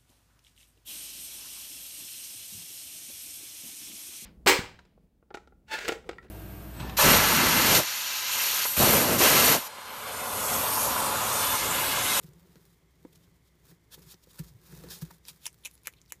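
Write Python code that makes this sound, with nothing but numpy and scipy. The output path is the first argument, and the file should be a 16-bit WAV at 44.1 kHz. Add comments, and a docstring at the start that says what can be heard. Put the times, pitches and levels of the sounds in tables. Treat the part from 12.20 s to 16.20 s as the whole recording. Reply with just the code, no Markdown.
"""An indoor pen, where a small snouted animal noses through straw and wood shavings close by.
It sniffs in short puffs, stalks crackle as it stirs them, and its paws bump the hollow floor.
Then it seizes a grub and crunches it in five wet bites: the shell snaps and makes the mouth ring.
The pen walls add a short ring over a quiet room hum."""
import sys
import numpy as np
from scipy import signal
from scipy.fft import rfft, irfft
from scipy.io import wavfile

SR = 44100
rng = np.random.default_rng(int(sys.argv[2]) if len(sys.argv) > 2 else 0)


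def master(y):
    """Save y as 16-bit WAV."""
    cut = np.clip(np.atleast_2d(y).T, -1, 1)
    pcm = np.round(cut * 32767)  # scale
    wavfile.write(sys.argv[1], SR, pcm.astype(np.int16))


N = 176400  # 4 seconds


def undb(db):
    """Turn decibels into a number to multiply by."""
    return 10 ** (np.asarray(db) / 20)


def unit(x):
    """Scale a sound to an average strength (rms) of 1."""
    return x / np.sqrt(np.mean(x ** 2))


def seconds(count):
    """The time of each sample, in seconds."""
    return np.arange(count) / SR


def add(out, start_s, x):
    """Mix x into out, beginning at start_s."""
    i = max(int(start_s * SR), 0)
    out[i:i + len(x)] += x[:max(N - i, 0)]


def curve(points):
    """A volume that glides through (time_s, level_db) points."""
    return undb(np.interp(seconds(N), *np.array(points).T))


def swell(peak_s, rise_s, fall_s):
    """A volume that rises and falls: 20 dB down at rise_s before the peak and fall_s after it."""
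    t = seconds(N) - peak_s
    distance = np.abs(t / np.where(t < 0, rise_s, fall_s))
    return undb(-20 * np.minimum(distance ** 1.32, 10))


def wander(turns_per_s):
    """A value that drifts at random, mostly between -1 and 1."""
    return np.interp(seconds(N) * turns_per_s, np.arange(N), rng.standard_normal(N))


def colour(x, points, size=8192):
    """Make some pitches louder and others softer, following (pitch_hz, level_db) points."""
    hz, db = np.array(points).T
    grid_hz = np.arange(size // 2 + 1) * SR / size
    gains = undb(np.interp(np.log(grid_hz + 1), np.log(hz), db))
    # Build the filter so that nothing sounds ahead of the hit that causes it.
    cepstrum = irfft(np.log(gains))
    cepstrum[1:size // 2] *= 2
    cepstrum[size // 2 + 1:] = 0
    response = irfft(np.exp(rfft(cepstrum)))
    return signal.fftconvolve(x, response)[:len(x)]


def resonate(x, pitch_hz, width_hz):
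    """Let a sound ring at one pitch; a narrower width rings longer."""
    return signal.lfilter(*signal.iirpeak(min(pitch_hz, SR / 2 - 1), pitch_hz / width_hz, fs=SR), x)


def grains(count, per_s=5500, spread_db=4):
    """A dense crackle of tiny breaks, very unequal in size."""
    breaks = rng.random(count) < per_s / SR
    signs = rng.choice([-1, 1], count)
    sizes = undb(spread_db * np.clip(rng.standard_normal(count), -2.5, 2.5))
    return unit(breaks * signs * sizes)


def room(noise_db=-68.5):
    """Steady room noise with a low, wavering hum."""
    # Notes of the hum: pitch_hz, level_db
    notes = [(60, -70), (72, -80.5), (166, -79.5)]
    # Tone of the room noise: pitch_hz, level_db
    tone = [(15, -26), (25, -6), (121, 2), (202, -9.5), (278, -7), (450, -15), (769, -19.5), (1060, -17.5),
            (1460, -24.5), (2130, -15), (2630, -28.5), (3350, -21), (3730, -26.5), (4500, -26.5),
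            (5570, -26.5), (8550, -29.5), (15000, -37)]
    t = seconds(N)
    hum = sum(undb(db) * unit(np.sin(2 * np.pi * hz * t + 1.2 * wander(4.4))) for hz, db in notes)
    return hum + undb(noise_db) * unit(colour(rng.standard_normal(N), tone))


def reflections(x, early_s=0.004, pen_fade_s=0.072, room_fade_s=0.17):
    """Sound bounces off the floor and walls, dies fast in the pen and lingers faintly in the room."""
    # Tone of the echoes: pitch_hz, level_db
    tone = [(200, 5.5), (550, 9.5), (1000, -4.5), (1380, -12), (2000, 6), (2600, 2), (3600, -2), (4900, -6),
            (6500, 1.5), (8000, 1.5), (11000, -6), (15000, -2)]
    t, tail = seconds(14000), 0
    early = t < early_s
    pen_fade = undb(-60 * t / pen_fade_s)
    room_fade = undb(-60 * t / room_fade_s)
    for shape, db in ((early, -10.5), (pen_fade, -7), (room_fade, -21.5)):
        echoes = rng.standard_normal(len(t)) * shape * (t > 0.0005)
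        tail = tail + undb(db) * echoes / np.linalg.norm(echoes)
    return signal.fftconvolve(x, colour(tail, tone))[:N]


def pen_ring(x, level_db=-2):
    """The pen rings briefly at its own pitches when a sound reaches them."""
    # Rings of the pen: pitch_hz, relative_db
    rings = [(655, -8), (960, -15), (1215, -4), (1865, -4), (2163, 1), (2425, -4), (2710, -7), (2950, 5),
             (3850, -8), (4085, 7), (5930, 7), (6240, -7), (6530, -11), (6878, -9), (7610, 2), (10040, -2),
             (10520, 6), (11100, -16)]
    return sum(undb(db + level_db) * resonate(x, hz, width_hz=60) for hz, db in rings)


def paws(thud_peak_s=0.011, ring_build_s=0.013, knock_fade_s=0.0094):
    """Each step bends the hollow floor with a thud and rings it; shifting weight keeps it rumbling."""
    # Steps on the floor: start_s, level_db, pitch_hz, knock_db (relative to the step)
    steps = [(0.037, -42.5, 164.6, -13.5), (0.081, -46.5, 141, -11), (.357, -53.5, 169, 0.5),
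             (.812, -59, 166, -8), (0.848, -55, 173, -4), (0.964, -64, 150, -15), (1.075, -59, 122, -3),
             (1.473, -59, 129, -5), (1.514, -56, 164, 1), (1.784, -50.5, 162.6, -8),
             (1.812, -52.5, 162, -22), (1.861, -52.5, 134, -27), (1.937, -52.5, 169, -2),
             (2.067, -60.5, 193, -4), (2.1945, -30.5, 157, -20), (2.308, -52, 131, -26),
             (2.344, -46.5, 113, -28), (2.524, -42.5, 157, -6), (2.573, -41.5, 151, -14),
             (2.638, -41.5, 152, -3.5), (2.820, -30.5, 159.4, -22.5), (3.104, -53.5, 160, -19)]
    # Rings of the floor: pitch_hz, level_db, fade_s (time to drop 60 dB)
    floor_rings = [(56.2, -11, 0.26), (72.3, -28, 0.35), (167.6, -18, 0.38), (290, -17, 0.11),
                   (366, -16, .11), (480, -20, 0.092)]
    # Tone of a paw's knock: pitch_hz, level_db
    knock_tone = [(60, -19), (200, -14), (320, 6.5), (600, -13), (950, -17), (1900, -13), (3000, -43),
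                  (12000, -56)]
    # Rumble of shifting weight: time_s, level_db
    shuffle = [(0, -59), (.3, -63), (.6, -70.5), (1, -63.5), (1.3, -74), (1.5, -61.5), (1.62, -75.5),
               (1.82, -58.5), (2.02, -73.5), (2.27, -62.5), (2.44, -65), (2.54, -53), (2.68, -51),
               (2.78, -58), (2.88, -58), (3, -69.5), (4, -70)]
    # Tone of the floorboards: pitch_hz, level_db
    board_tone = [(30, -34.5), (62, 0.5), (100, -15.5), (140, 1), (170, 6.5), (240, -19), (370, -4.5),
                  (600, -19.5), (1200, -25.5), (3000, -30.5), (12000, -73)]
    out, t = np.zeros(N), seconds(12000)
    bend = (t / thud_peak_s * np.exp(1 - t / thud_peak_s)) ** 2
    ring = sum(undb(db - 60 * t / fade_s) * np.sin(2 * np.pi * hz * t) for hz, db, fade_s in floor_rings)
    ring *= 1 - np.exp(-t / ring_build_s)
    for start_s, level_db, pitch_hz, knock_db in steps:
        thud = bend * np.sin(2 * np.pi * pitch_hz * t)
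        knock = unit(colour(rng.standard_normal(len(t)), knock_tone)) * np.exp(-t / knock_fade_s)
        add(out, start_s, undb(level_db) * (thud + ring + undb(knock_db) * knock))
    rumble = unit(colour(grains(N), board_tone)) * curve(shuffle)
    return out + rumble * undb(1.25 * wander(25.09))


def wood_knocks(clatter_db=-6.5, clatter_fade_s=0.0046):
    """Knocked wood gives a hollow tock: one fast-fading note and a burst of clatter."""
    # Knocks in the pen: start_s, level_db, fade_s, pitch_hz
    knocks = [(0.3563, -55.5, 0.0044, 402), (.8500, -41.5, 0.0047, 290), (1.778, -52.5, 0.0093, 407),
              (2.072, -56.5, 0.0053, 377), (2.638, -51.5, 0.0065, 480), (2.910, -52.5, 0.0069, 920)]
    # Tone of the clatter: pitch_hz, level_db
    tone = [(150, -7), (350, 2), (600, -1), (950, 1), (1350, -13), (1900, -15.5), (3000, -27), (12000, -37)]
    out, t = np.zeros(N), seconds(2048)
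    for start_s, level_db, fade_s, pitch_hz in knocks:
        note = np.sin(2 * np.pi * pitch_hz * t) * np.exp(-t / fade_s)
        clatter = unit(colour(rng.standard_normal(len(t)), tone)) * np.exp(-t / clatter_fade_s)
        add(out, start_s, undb(level_db) * (note + undb(clatter_db) * clatter))
    return out


def scrapes():
    """The snout pushes shavings over the floor with a dull rubbing sound."""
    # Pushes of the snout: peak_s, level_db, rise_s, fall_s
    pushes = [(1.742, -64, 0.047, 0.027), (2.195, -66.5, 0.034, 0.017), (2.725, -59, 0.082, 0.038),
              (2.91, -61, .01, 0.013)]
    # Tone of the rubbing: pitch_hz, level_db
    tone = [(150, -38), (450, -1), (1000, -2.5), (1750, 8), (2400, -23), (6000, -26)]
    volume = sum(undb(db) * swell(peak_s, rise_s, fall_s) for peak_s, db, rise_s, fall_s in pushes)
    return unit(colour(grains(N), tone)) * volume


def straw(flicker_db=2.5, stalks_per_s=90, stalks_db=-7):
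    """Straw crackles when stirred, louder when crushed; single stalks tick above the rest."""
    # Stirring of the straw: time_s, level_db
    stirring = [(0, -67.5), (.1, -73), (.53, -68.5), (.63, -81), (.88, -74), (1.05, -73), (1.13, -77.5),
                (1.38, -77.5), (1.46, -66), (1.52, -59.5), (1.56, -80), (1.69, -79), (1.77, -64),
                (1.88, -63), (1.99, -74.5), (2.07, -71.5), (2.15, -60.5), (2.24, -61.5), (2.35, -76),
                (2.44, -61.5), (2.56, -55.5), (2.66, -57), (2.8, -59), (2.88, -62.5), (2.94, -61),
                (3.01, -82), (3.12, -62.5), (3.2, -71), (3.4, -70.5), (4, -75)]
    # Crushes under a paw or the snout: peak_s, level_db, rise_s, fall_s
    crushes = [(0.035, -54.5, 0.012, 0.012), (.075, -65, 0.026, 0.026), (.28, -77, 0.067, 0.02),
               (2.193, -46.5, .016, 0.02), (2.8212, -44, 0.0098, 0.012), (2.91, -54, .006, 0.0088)]
    # Tone of the straw: pitch_hz, level_db
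    tone = [(150, -19), (500, -3), (1000, 3), (1700, 2.5), (2400, -4.5), (4000, 3), (8000, -0.5),
            (12000, 1), (15000, 3.5)]
    volume = curve(stirring) * undb(flicker_db * wander(70))
    volume += sum(undb(db) * swell(peak_s, rise_s, fall_s) for peak_s, db, rise_s, fall_s in crushes)
    stalks = unit((rng.random(N) < stalks_per_s / SR) * rng.standard_normal(N))
    crackle = grains(N) + undb(stalks_db) * stalks
    return unit(colour(crackle, tone)) * volume


def sniffs(nose_db=0.5):
    """Short puffs of air hiss through the snout, each strongest around its own pitch."""
    # Puffs of air: peak_s, level_db, rise_s, fall_s, pitch_hz
    puffs = [(.93, -62.5, 0.0085, .015, 3180), (.958, -60, 0.012, 0.013, 4400),
             (1.04, -69.5, 0.054, 0.032, 3000), (1.28, -71.5, 0.064, 0.033, 4200),
             (1.725, -55.5, 0.02, 0.016, 3780), (1.745, -48, 0.024, 0.017, 4070),
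             (1.823, -59.5, 0.0082, 0.014, 5000), (1.921, -50.5, 0.059, 0.024, 4370),
             (2.04, -59.5, 0.02, 0.011, 4800), (2.112, -60.5, .03, 0.013, 3980),
             (2.283, -60.5, 0.025, 0.032, 4870), (2.707, -43.5, 0.011, 0.098, 4860),
             (2.742, -64, 0.017, 0.04, 4400), (3.097, -48, 0.048, 0.017, 3900),
             (3.254, -53.5, 0.054, 0.015, 3400), (3.55, -68, 0.055, .012, 10500),
             (3.662, -55.5, 0.026, 0.013, 2900), (3.782, -74, .025, 0.013, 3470),
             (3.901, -64, 0.018, .009, 3970)]
    # Tone of the rushing air: pitch_hz, level_db
    tone = [(200, -19.5), (800, -1), (1700, -2.5), (2400, -5.5), (3100, 1.5), (6000, 1.5), (8000, 0.5),
            (14500, 4), (16000, -2.5)]
    out = np.zeros(N)
    air = colour(rng.standard_normal(N), tone)
    for peak_s, level_db, rise_s, fall_s, pitch_hz in puffs:
        hiss = unit(air + undb(nose_db) * resonate(air, pitch_hz, width_hz=2400))
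        out += undb(level_db) * swell(peak_s, rise_s, fall_s) * hiss
    return out


def squelches(width_hz=1100):
    """Saliva fizzes briefly in a small pocket of the mouth."""
    # Wet mouth sounds: peak_s, level_db, half_length_s, pitch_hz
    bursts = [(2.688, -52.5, 0.0035, 4300), (2.908, -55.5, .007, 970), (3.257, -36, .003, 3130),
              (3.438, -59, 0.0036, 3460), (3.443, -56, 0.0035, 10500), (3.451, -47.5, 0.0068, 2960),
              (3.543, -58.5, .011, 10700), (3.651, -58, .003, 2800), (3.77, -66, 0.0058, 3830),
              (3.786, -67.5, 0.016, 3200), (3.880, -67, .005, 4700), (3.89, -70, .005, 4000),
              (3.899, -57, .004, 8600)]
    out, fizz = np.zeros(N), rng.standard_normal(N)
    for peak_s, level_db, half_length_s, pitch_hz in bursts:
        pocket = resonate(resonate(fizz, pitch_hz, width_hz), pitch_hz, width_hz)
        out += undb(level_db) * swell(peak_s, half_length_s, half_length_s) * unit(pocket)
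    return out


def ticks(fade_s=0.00042, crack_db=-10.5):
    """Lips, tongue and stalks make small clicks: a tiny crack with a very short ring."""
    # Single clicks: start_s, level_db, pitch_hz
    clicks = [(.016, -32, 8900), (.033, -45, 9100), (.134, -32, 6760), (.357, -29, 3900),
              (.545, -40, 13000), (.957, -27, 5060), (1.793, -29, 13500), (1.83, -35, 13500),
              (1.943, -23.5, 5500), (2.117, -31, 11000), (2.133, -27, 6900), (2.191, -13.5, 11700),
              (2.1938, -13.5, 12000), (2.239, -24.5, 10800), (2.638, -22, 5040), (2.788, -22, 10800),
              (2.822, -26, 12000), (2.946, -32, 10100), (2.966, -37, 12000), (2.983, -30, 12000),
              (3.0525, -19, 5070), (3.304, -32, 9000), (3.329, -29.5, 10500), (3.387, -36, 6500),
              (3.5122, -23, 11400), (3.5532, -21, 10900), (3.578, -31, 3480), (3.6343, -28, 10700),
              (3.7372, -26, 2580), (3.8158, -27, 5650), (3.8605, -34.5, 5200)]
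    out, t = np.zeros(N), seconds(512)
    for start_s, level_db, pitch_hz in clicks:
        burst = rng.standard_normal(len(t)) * np.exp(-t / fade_s)
        crack = burst * undb(level_db) / np.linalg.norm(burst) / 2
        add(out, start_s, resonate(crack, pitch_hz, width_hz=2300) + undb(crack_db) * crack)
    return out


def bites(middle_db=-2, high_db=-0.5):
    """The grub's shell snaps and crumbles; each break rings the mouth at a low, middle and high pitch."""
    # Shell snaps: start_s, level_db, crumble_s, crumble_db, low_hz, low_db, middle_hz, high_hz
    snaps = [(3.0840, -10.5, 0.0083, 3.5, 3700, -0.5, 5100, 9500),
             (3.256, -7.5, 0.0038, 1.5, 3240, -7.5, 7400, 10200),
             (3.2639, -3, .005, 1.5, 2530, -4, 6350, 9900),
             (3.2663, -2, 0.00072, 5.5, 2470, -33, 6200, 9900),
             (3.2785, -19.5, .004, -5, 2180, 8, 6500, 11000),
             (3.45, -14.5, 0.0017, 3, 3030, 0, 6760, 10500),
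             (3.4545, -8, 0.0055, 4, 3060, -0.5, 6340, 9900),
             (3.4583, -14, 0.0022, 0.5, 2820, 7.5, 6400, 10400),
             (3.463, -12.5, 0.0049, 3, 2090, -6, 6900, 10400),
             (3.4719, -17, 0.0016, -11, 2040, 3.5, 7000, 11500),
             (3.475, -17.5, 0.0024, -17, 2050, 1, 6300, 8800),
             (3.6583, -19, 0.0022, -7, 2410, 5, 6500, 12000),
             (3.6718, 3.5, 0.00035, -6.5, 1940, -2.5, 7200, 11300),
             (3.679, -16.5, 0.00055, 5.5, 1220, 6, 7340, 12500),
             (3.9053, -26, 0.0029, 0, 2920, 4, 7000, 11000),
             (3.9222, -0.5, 0.00059, -11.5, 1800, -2.5, 7260, 11400)]
    # Tone of the bare crack: pitch_hz, level_db
    shell_tone = [(150, -18), (500, -25.5), (1000, -11), (2000, -25.5), (4500, -18), (9000, -18.5),
                  (14000, -18), (16000, -25)]
    mouth_ring, cracks, t = np.zeros(N), np.zeros(N), seconds(2048)
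    snap = t == 0  # a click one sample long
    for start_s, level_db, crumble_s, crumble_db, low_hz, low_db, middle_hz, high_hz in snaps:
        crumbs = grains(len(t)) * np.exp(-t / crumble_s)
        crumbs /= np.linalg.norm(crumbs) + 1e-9
        crack = undb(level_db) * (snap + undb(crumble_db) * crumbs) / 2
        low = undb(low_db) * resonate(crack, low_hz, width_hz=910)
        middle = undb(middle_db) * resonate(crack, middle_hz, width_hz=1360)
        high = undb(high_db) * resonate(crack, high_hz, width_hz=1430)
        add(cracks, start_s, crack)
        add(mouth_ring, start_s, low + middle + high)
    return mouth_ring + colour(cracks, shell_tone)


def scene():
    """The raised mouth makes the pen ring; sounds down in the bedding echo less."""
    mouth = bites() + ticks() + squelches()
    bedding = undb(1.5) * (sniffs() + straw() + scrapes()) + wood_knocks()
    echoes = reflections(mouth + undb(-4) * bedding)
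    return (mouth + pen_ring(mouth) + bedding + echoes + paws() + room())[None]  # one channel


def record(dry, low_cut_hz=22, high_cut_hz=15250):
    """Cut away the deepest bass and the highest treble."""
    bass_cut = signal.butter(2, low_cut_hz, "highpass", fs=SR, output="sos")
    treble_cut = signal.ellip(10, 0.2, 70, high_cut_hz, fs=SR, output="sos")
    return signal.sosfilt(treble_cut, signal.sosfilt(bass_cut, dry))


dry = scene()
out = record(dry)
master(out)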